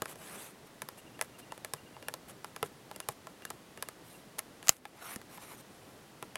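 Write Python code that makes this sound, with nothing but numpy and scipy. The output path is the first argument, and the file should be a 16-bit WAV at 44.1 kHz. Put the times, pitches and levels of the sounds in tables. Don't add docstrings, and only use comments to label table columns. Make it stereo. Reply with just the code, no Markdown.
import sys
import numpy as np
from scipy import signal
from scipy.fft import rfft, irfft, next_fast_len
from scipy.io import wavfile
from scipy.ndimage import uniform_filter1d

SR = 44100
rng = np.random.default_rng(int(sys.argv[2]) if len(sys.argv) > 2 else 0)


def to_wav(sig):
    pcm = np.clip(np.atleast_2d(sig), -1, 1) * 32767
    pcm = np.round(pcm).astype(np.int16)
    wavfile.write(sys.argv[1], SR, pcm.T)


N = 280917
TIME = np.arange(N) / SR
RING_TIME = TIME[:4096]

# start_s, finger, knock_db, extra_nail_db, spot_hz (the pitch the struck spot favours)
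TAPS = [(0.0203, "index", -35, -3.5, 850), (0.0566, "middle", -44, -4, 1890),
        (0.157, "ring", -57.5, 4, 710), (0.8194, "middle", -41.5, 0.5, 1070),
        (0.8875, "index", -44.5, -0.5, 1050), (1.1919, "ring", -48, -7, 1650),
        (1.2125, "middle", -35.5, 2.5, 1750), (1.2225, "index", -48.5, 4, 1070),
        (1.521, "little", -40.5, 0.5, 935), (1.5778, "ring", -52.5, 0.5, 650),
        (1.6472, "middle", -44.5, 3, 1700), (1.7362, "index", -38.5, 1.5, 1080),
        (1.966, "little", -48, -11, 880), (2.0263, "ring", -54.5, 1, 2780),
        (2.0842, "middle", -39.5, 0.5, 1790), (2.1393, "index", -42, 0, 1050),
        (2.445, "little", -40.5, 4, 850), (2.5628, "middle", -44.5, -3, 1060),
        (2.6284, "index", -31, -9.5, 1370), (2.9132, "little", -44, 1.5, 876),
        (2.9613, "ring", -51.5, 8, 610), (3.0022, "middle", -44.5, 3, 1060), (3.0871, "index", -38, 1, 950),
        (3.0885, "index", -39.5, -2.5, 1050), (3.2703, "little", -44, 1.5, 640),
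        (3.4216, "ring", -57.5, -1, 2790), (3.4518, "middle", -45.5, 3.5, 1770),
        (3.5031, "index", -46, 2, 1170), (3.506, "index", -45, -9, 1050), (3.7748, "ring", -52, 0, 1710),
        (3.8251, "middle", -40.5, 3.5, 1050), (3.8867, "index", -45.5, 1, 1320),
        (4.3913, "grip", -43.5, 10, 1140), (4.628, "grip", -55, 2, 2290), (4.767, "grip", -62, 12, 1570),
        (4.8533, "grip", -39.5, -10.5, 790), (5.16, "grip", -51, 8, 1550), (5.38, "grip", -48.5, -37, 790),
        (6.2263, "index", -41, -8, 1340), (6.3562, "grip", -41.5, -0.5, 2470)]
# pitch_hz, level_db, ring_s (time to fade by 60 dB)
CASING_TONES = [(139, -19.5, 0.076), (290, -36, .03), (402, -1, 0.085), (480, 9, 0.022), (633, 0, 0.029),
                (718, -11.5, 0.038), (850, 1, 0.029), (1037, 3, 0.024), (1200, 1.5, 0.014),
                (1326, -1.5, 0.03), (1710, 5, 0.012), (1997, -1.5, 0.015), (2394, 8.5, 0.0061),
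                (2880, 4, 0.0071), (3400, 7, 0.0043), (4690, -2, 0.0039), (5420, -9, 0.0063),
                (7000, -4, 0.0048), (7840, 0, 0.0035), (9180, -1, 0.0046), (9970, 4.5, 0.0027),
                (11280, 4, 0.0026), (13400, -20, 0.0047), (14800, -22, 0.0038)]
# pitch_hz, level_db
SKIN_HISS = [(1500, -16), (3000, 0), (5500, -6.5), (7800, -0.5), (10500, 1.5), (12100, 2), (13000, -8),
             (14200, -5), (16000, -17)]
# pitch_hz, level_db
LID_RUMBLE = [(150, -28), (380, 2), (800, 0), (1400, -0.5), (2500, -5.5), (5000, -28), (10000, -40.5)]


def fingernails(rebound_s, rebound_db, rebound_hz, contact_hz):
    fingers = {"little": (-16.5, -7, -11, -0.5, 9500, -12), "ring": (-8, -1.5, -3.5, -1, 9800, -8),
               "middle": (-9, -0.5, -1, -1.2, 9900, -2.5), "index": (-9.5, -3.5, 1.5, 0.5, 11000, -17),
               "grip": (-23.5, 1, -1.5, -0.7, 10400, -5.5)}
    taps = sum(finger(name, *build) for name, build in fingers.items())
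    taps = signal.sosfilt(signal.butter(3, contact_hz, fs=SR, output="sos"), taps)
    rebound = signal.sosfilt(signal.butter(1, rebound_hz, fs=SR, output="sos"), taps)
    return taps + undb(rebound_db) * np.interp(TIME - rebound_s, TIME, rebound)


def finger(name, thud_db, clack_db, tick_db, thud_db_per_db, nail_hz, ring_db):
    usual_knock_db, usual_spot_hz = -45.5, 1000
    nail_share, clack_db_per_octave = 0.26, 2.5
    blows = []
    for start_s, who, knock_db, nail_db, spot_hz in TAPS:
        if who == name:
            thud = knock_db + thud_db + thud_db_per_db * (knock_db - usual_knock_db)
            clack = knock_db + clack_db + nail_share * nail_db
            clack += clack_db_per_octave * np.log2(spot_hz / usual_spot_hz)
            tick = knock_db + tick_db + nail_db
            blows.append((start_s, thud, knock_db, clack, tick, spot_hz))
    taps = strikes(blows, CASING_TONES, spot_db=5, spot_octaves=0.27, chatter_db=-26, chatter_s=0.024,
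                   crack_db=6.5, crack_s=0.01, echo_db=-25, echo_s=0.11, toward_share=0.2)
    nail_ring = signal.lfilter(*signal.iirpeak(nail_hz, Q=9.8, fs=SR), taps)
    return taps + undb(ring_db) * nail_ring


def snap():
    # start_s, thud_db, knock_db, clack_db, tick_db, spot_hz
    blows = [(4.6722, -59.5, -47.5, -48, -46.5, 5000), (4.6834, -61.5, -45.5, -34.5, -32.5, 4900),
             (4.6912, -54, -37.5, -42, -48, 796), (4.6928, -37, -30.5, -24, -15.5, 2880),
             (4.6985, -60.5, -59.5, -40.5, -56, 1250)]
    # pitch_hz, level_db, ring_s
    tones = [(350, -39.5, 0.0061), (790, -16.5, 0.01), (1250, -10, 0.0093), (2070, -30, 0.023),
             (3030, -11.5, 0.0035), (5120, -16.5, 0.0043), (6840, 4.5, 0.002), (7600, -8.5, 0.003),
             (9500, -10.5, 0.0037), (12460, -17.5, 0.0053), (13970, -18.5, 0.0048), (15100, -23.5, 0.0034)]
    return strikes(blows, tones, spot_db=8, spot_octaves=0.23, chatter_db=-36, chatter_s=0.03,
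                   crack_db=-6.5, crack_s=0.0057, echo_db=-39, echo_s=0.12, toward_share=0)


def strikes(blows, tones, spot_db, spot_octaves, chatter_db, chatter_s,
            crack_db, crack_s, echo_db, echo_s, toward_share):
    # low_hz, high_hz
    ranges = [(100, 600), (600, 1500), (1500, 4500), (4500, 16000)]
    filters = [signal.butter(3, edges, "band", fs=SR, output="sos") for edges in ranges]
    hz, db, ring_s = np.transpose(tones)[:, :, None]
    out = np.zeros(N)
    for start_s, *levels, spot_hz in blows:
        favour_db = spot_db * np.exp(-(np.log2(hz / spot_hz) / spot_octaves) ** 2)
        scatter_db = rng.normal(0, 1.5, hz.shape)
        detune = rng.normal(0, 0.006, hz.shape)
        swing = np.where(rng.random(hz.shape) < toward_share, 1, -1)
        waves = swing * np.sin(2 * np.pi * hz * (1 + detune) * RING_TIME)
        ring = np.sum(undb(db + favour_db + scatter_db) * fade(ring_s) * waves, axis=0)
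        chatter, crack, echo = rng.standard_normal((3, len(RING_TIME)))
        ring += signal.fftconvolve(ring, undb(chatter_db) * fade(chatter_s) * chatter)[:len(ring)]
        ring += undb(crack_db) * fade(crack_s) * crack + undb(echo_db) * fade(echo_s) * echo
        for band, level_db in zip(filters, levels):
            part = signal.sosfilt(band, ring)
            strength = np.sqrt(np.sum(part ** 2) / (0.01 * SR))
            add(out, start_s, part * undb(level_db) / strength)
    return out


def slide():
    # start_s, length_s, peak_share (how far in it presses hardest), hiss_db, rumble_db
    strokes = [(0.17, 0.2, 0.72, -52, -52), (0.325, 0.2, 0.34, -51, -53), (4.03, 0.19, 0.44, -59, -84)]
    return rub(strokes, SKIN_HISS, LID_RUMBLE, grain_db=1.3, grains_per_s=290, rumble_patchy_db=1)


def grip():
    # start_s, length_s, peak_share, hiss_db, rumble_db
    strokes = [(4.95, 0.087, 0.8, -61.5, -56), (5.015, 0.15, 0.77, -47.5, -46.5),
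               (5.29, 0.097, 0.6, -55.5, -54.5), (5.39, 0.068, 0.72, -53, -54),
               (5.45, 0.11, 0.73, -53.5, -53.5), (5.56, 0.057, 0.89, -55.5, -62),
               (5.64, 0.5, 0.3, -68.5, -69)]
    # pitch_hz, level_db
    palm = [(1500, -34), (3900, -0.5), (4700, -10.5), (5600, -4), (8000, -4.5), (9400, 1), (10300, -1.5),
            (11700, 1.5), (13400, -11), (14500, -7), (16000, -15)]
    # pitch_hz, level_db
    body = [(300, -31), (700, -3), (1100, 0.5), (2000, -5.5), (3000, -9.5), (6000, -53), (12000, -38)]
    return rub(strokes, palm, body, grain_db=1.5, grains_per_s=350, rumble_patchy_db=2.5)


def rub(strokes, skin, body, grain_db, grains_per_s, rumble_patchy_db):
    hiss, rumble = np.zeros((2, N))
    for start_s, length_s, peak_share, hiss_db, rumble_db in strokes:
        pressure = np.interp((TIME - start_s) / length_s, [0, peak_share, 1], [0, 1, 0])
        hiss += undb(hiss_db) * pressure ** 0.49
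        rumble += undb(rumble_db) * pressure ** 0.53
    hiss *= patchy(noise(skin), depth_db=3.7)
    rumble *= patchy(noise(body), rumble_patchy_db)
    return (hiss + rumble) * unit(undb(grain_db * wander(grains_per_s)))


def patchy(sound, depth_db):
    frames = signal.stft(sound, nperseg=512)[2]
    patches = uniform_filter1d(rng.standard_normal(frames.shape), size=5, axis=0)
    patches = uniform_filter1d(patches, size=8, axis=1)
    return unit(signal.istft(frames * undb(depth_db * unit(patches)))[1][:N])


def brushes(grain_db, lid_db):
    # start_s, length_s, level_db
    strokes = [(0.07, 0.073, -51.5), (0.645, 0.044, -65), (0.968, 0.043, -56), (1.38, 0.03, -54),
               (2.273, 0.054, -54), (2.642, 0.062, -67), (4.383, 0.0077, -40), (4.623, 0.18, -52.5)]
    drag_delay_s, drag_s, drag_db = 0.004, 0.047, -25.5
    touch = np.zeros(N)
    for start_s, _, knock_db, *_ in TAPS:
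        add(touch, start_s + drag_delay_s, undb(knock_db + drag_db) * swell(drag_s))
    for start_s, length_s, level_db in strokes:
        add(touch, start_s, undb(level_db) * swell(length_s))
    friction = noise(SKIN_HISS) + undb(lid_db) * noise(LID_RUMBLE)
    return touch * friction * undb(grain_db * wander(600))


def bumps():
    # start_s, pitch_hz, level_db, ring_s
    thumps = [(1.738, 150, -42.5, 0.11), (2.63, 154, -44.5, 0.17), (3.09, 142, -42, 0.089),
              (4.69, 18, -30, .04), (4.691, 70.3, -38.5, .025), (5.163, 214, -27, 0.019)]
    out = np.zeros(N)
    for start_s, hz, level_db, ring_s in thumps:
        loudness = undb(level_db) * (1 - fade(2 / hz)) * fade(ring_s)
        add(out, start_s, loudness * np.sin(2 * np.pi * hz * RING_TIME))
    return out


def creaks(first_s, last_s, count, level_db, spread_db):
    # thud_db, knock_db, clack_db, tick_db, spot_hz
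    colour = (-15, 0.5, 2, 0, 2050)
    *colour_db, spot_hz = colour
    blows = []
    for when, size in rng.random((count, 2)):
        levels = np.array(colour_db) + level_db - spread_db * np.log(1 - size)
        blows.append((first_s + when * (last_s - first_s), *levels, spot_hz))
    return strikes(blows, CASING_TONES, spot_db=8, spot_octaves=0.3, chatter_db=-24, chatter_s=0.025,
                   crack_db=4, crack_s=0.015, echo_db=-23, echo_s=0.11, toward_share=0.4)


def chirps(pitch_hz, waver, note_s, every_s):
    # start_s, length_s, level_db
    phrases = [(0.98, 0.19, -60.5), (1.339, 0.19, -60.5), (1.777, 0.27, -61), (2.06, 0.03, -60),
               (2.939, 0.11, -59), (3.42, 0.03, -60), (3.46, 0.03, -60), (3.778, 0.11, -62),
               (4.138, 0.03, -59.5)]
    loudness = np.zeros(N)
    for start_s, length_s, level_db in phrases:
        for note_start_s in np.arange(start_s, start_s + length_s, every_s):
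            add(loudness, note_start_s, undb(level_db) * swell(note_s))
    hz = pitch_hz * (1 + waver * wander(250))
    return loudness * unit(np.sin(2 * np.pi * np.cumsum(hz) / SR))


def room(level_db, flutter_db):
    # pitch_hz, level_db
    colour = [(12, -41), (20, -15), (59, -9.5), (140, 1), (315, -0.5), (649, -5), (1770, -13), (1980, -11),
              (2150, -15), (2920, -15.5), (3170, -16), (7110, -21.5), (10200, -22), (15500, -29)]
    steady = undb(level_db) * noise(colour)
    rumble = signal.sosfiltfilt(signal.butter(2, 700, fs=SR, output="sos"), steady)
    flutter = unit(undb(flutter_db * wander(30))) - 1
    return steady + rumble * flutter


def undb(db):
    return 10 ** (np.asarray(db) / 20)


def unit(x):
    return x / np.sqrt(np.mean(x ** 2))


def add(out, start_s, sound):
    start = max(int(round(start_s * SR)), 0)
    out[start:start + len(sound)] += sound[:max(N - start, 0)]


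def noise(colour):
    hz, db = np.transpose(colour)
    size = next_fast_len(N)
    pitches = np.maximum(np.arange(size // 2 + 1) * SR / size, 1)
    gains = undb(np.interp(np.log(pitches), np.log(hz), db))
    return unit(irfft(rfft(rng.standard_normal(size)) * gains, size)[:N])


def wander(turns_per_s):
    hold = max(int(SR / turns_per_s), 1)
    steps = rng.standard_normal(N)[np.arange(N) // hold]
    return unit(uniform_filter1d(steps, hold))


def fade(ring_s):
    return np.exp(-np.log(1000) * RING_TIME / ring_s)


def swell(length_s):
    return np.sin(np.linspace(0, np.pi, int(length_s * SR)))


def scene():
    mono = fingernails(rebound_s=0.011, rebound_db=-14.5, rebound_hz=2500, contact_hz=13350)
    mono += snap() + slide() + grip() + brushes(grain_db=2, lid_db=-1.5) + bumps()
    mono += chirps(pitch_hz=2795, waver=0.0118, note_s=0.027, every_s=0.0803)
    mono += room(level_db=-55, flutter_db=1.3)
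    mono += creaks(first_s=5.2, last_s=5.6, count=2, level_db=-58.5, spread_db=0.5)
    return np.array([mono, mono])


def gain_control(sound, threshold_db, cut_share, recover_db_per_s, lag_s):
    peak_db = 20 * np.log10(np.abs(sound[0]) + 1e-9)
    cut_db = cut_share * np.maximum(peak_db - threshold_db, 0)
    recovery_db = recover_db_per_s * TIME
    held_db = np.maximum.accumulate(cut_db + recovery_db) - recovery_db
    smooth_db = uniform_filter1d(held_db, size=1800)
    return sound * undb(-np.interp(TIME - lag_s, TIME, smooth_db))


def record(dry):
    ducked = gain_control(dry, threshold_db=-8, cut_share=0.85, recover_db_per_s=37, lag_s=0.038)
    treble_cut = signal.ellip(10, 0.2, 70, 16000, fs=SR, output="sos")
    return signal.sosfilt(treble_cut, np.clip(ducked, -1, 1))


dry = scene()
out = record(dry)
to_wav(out)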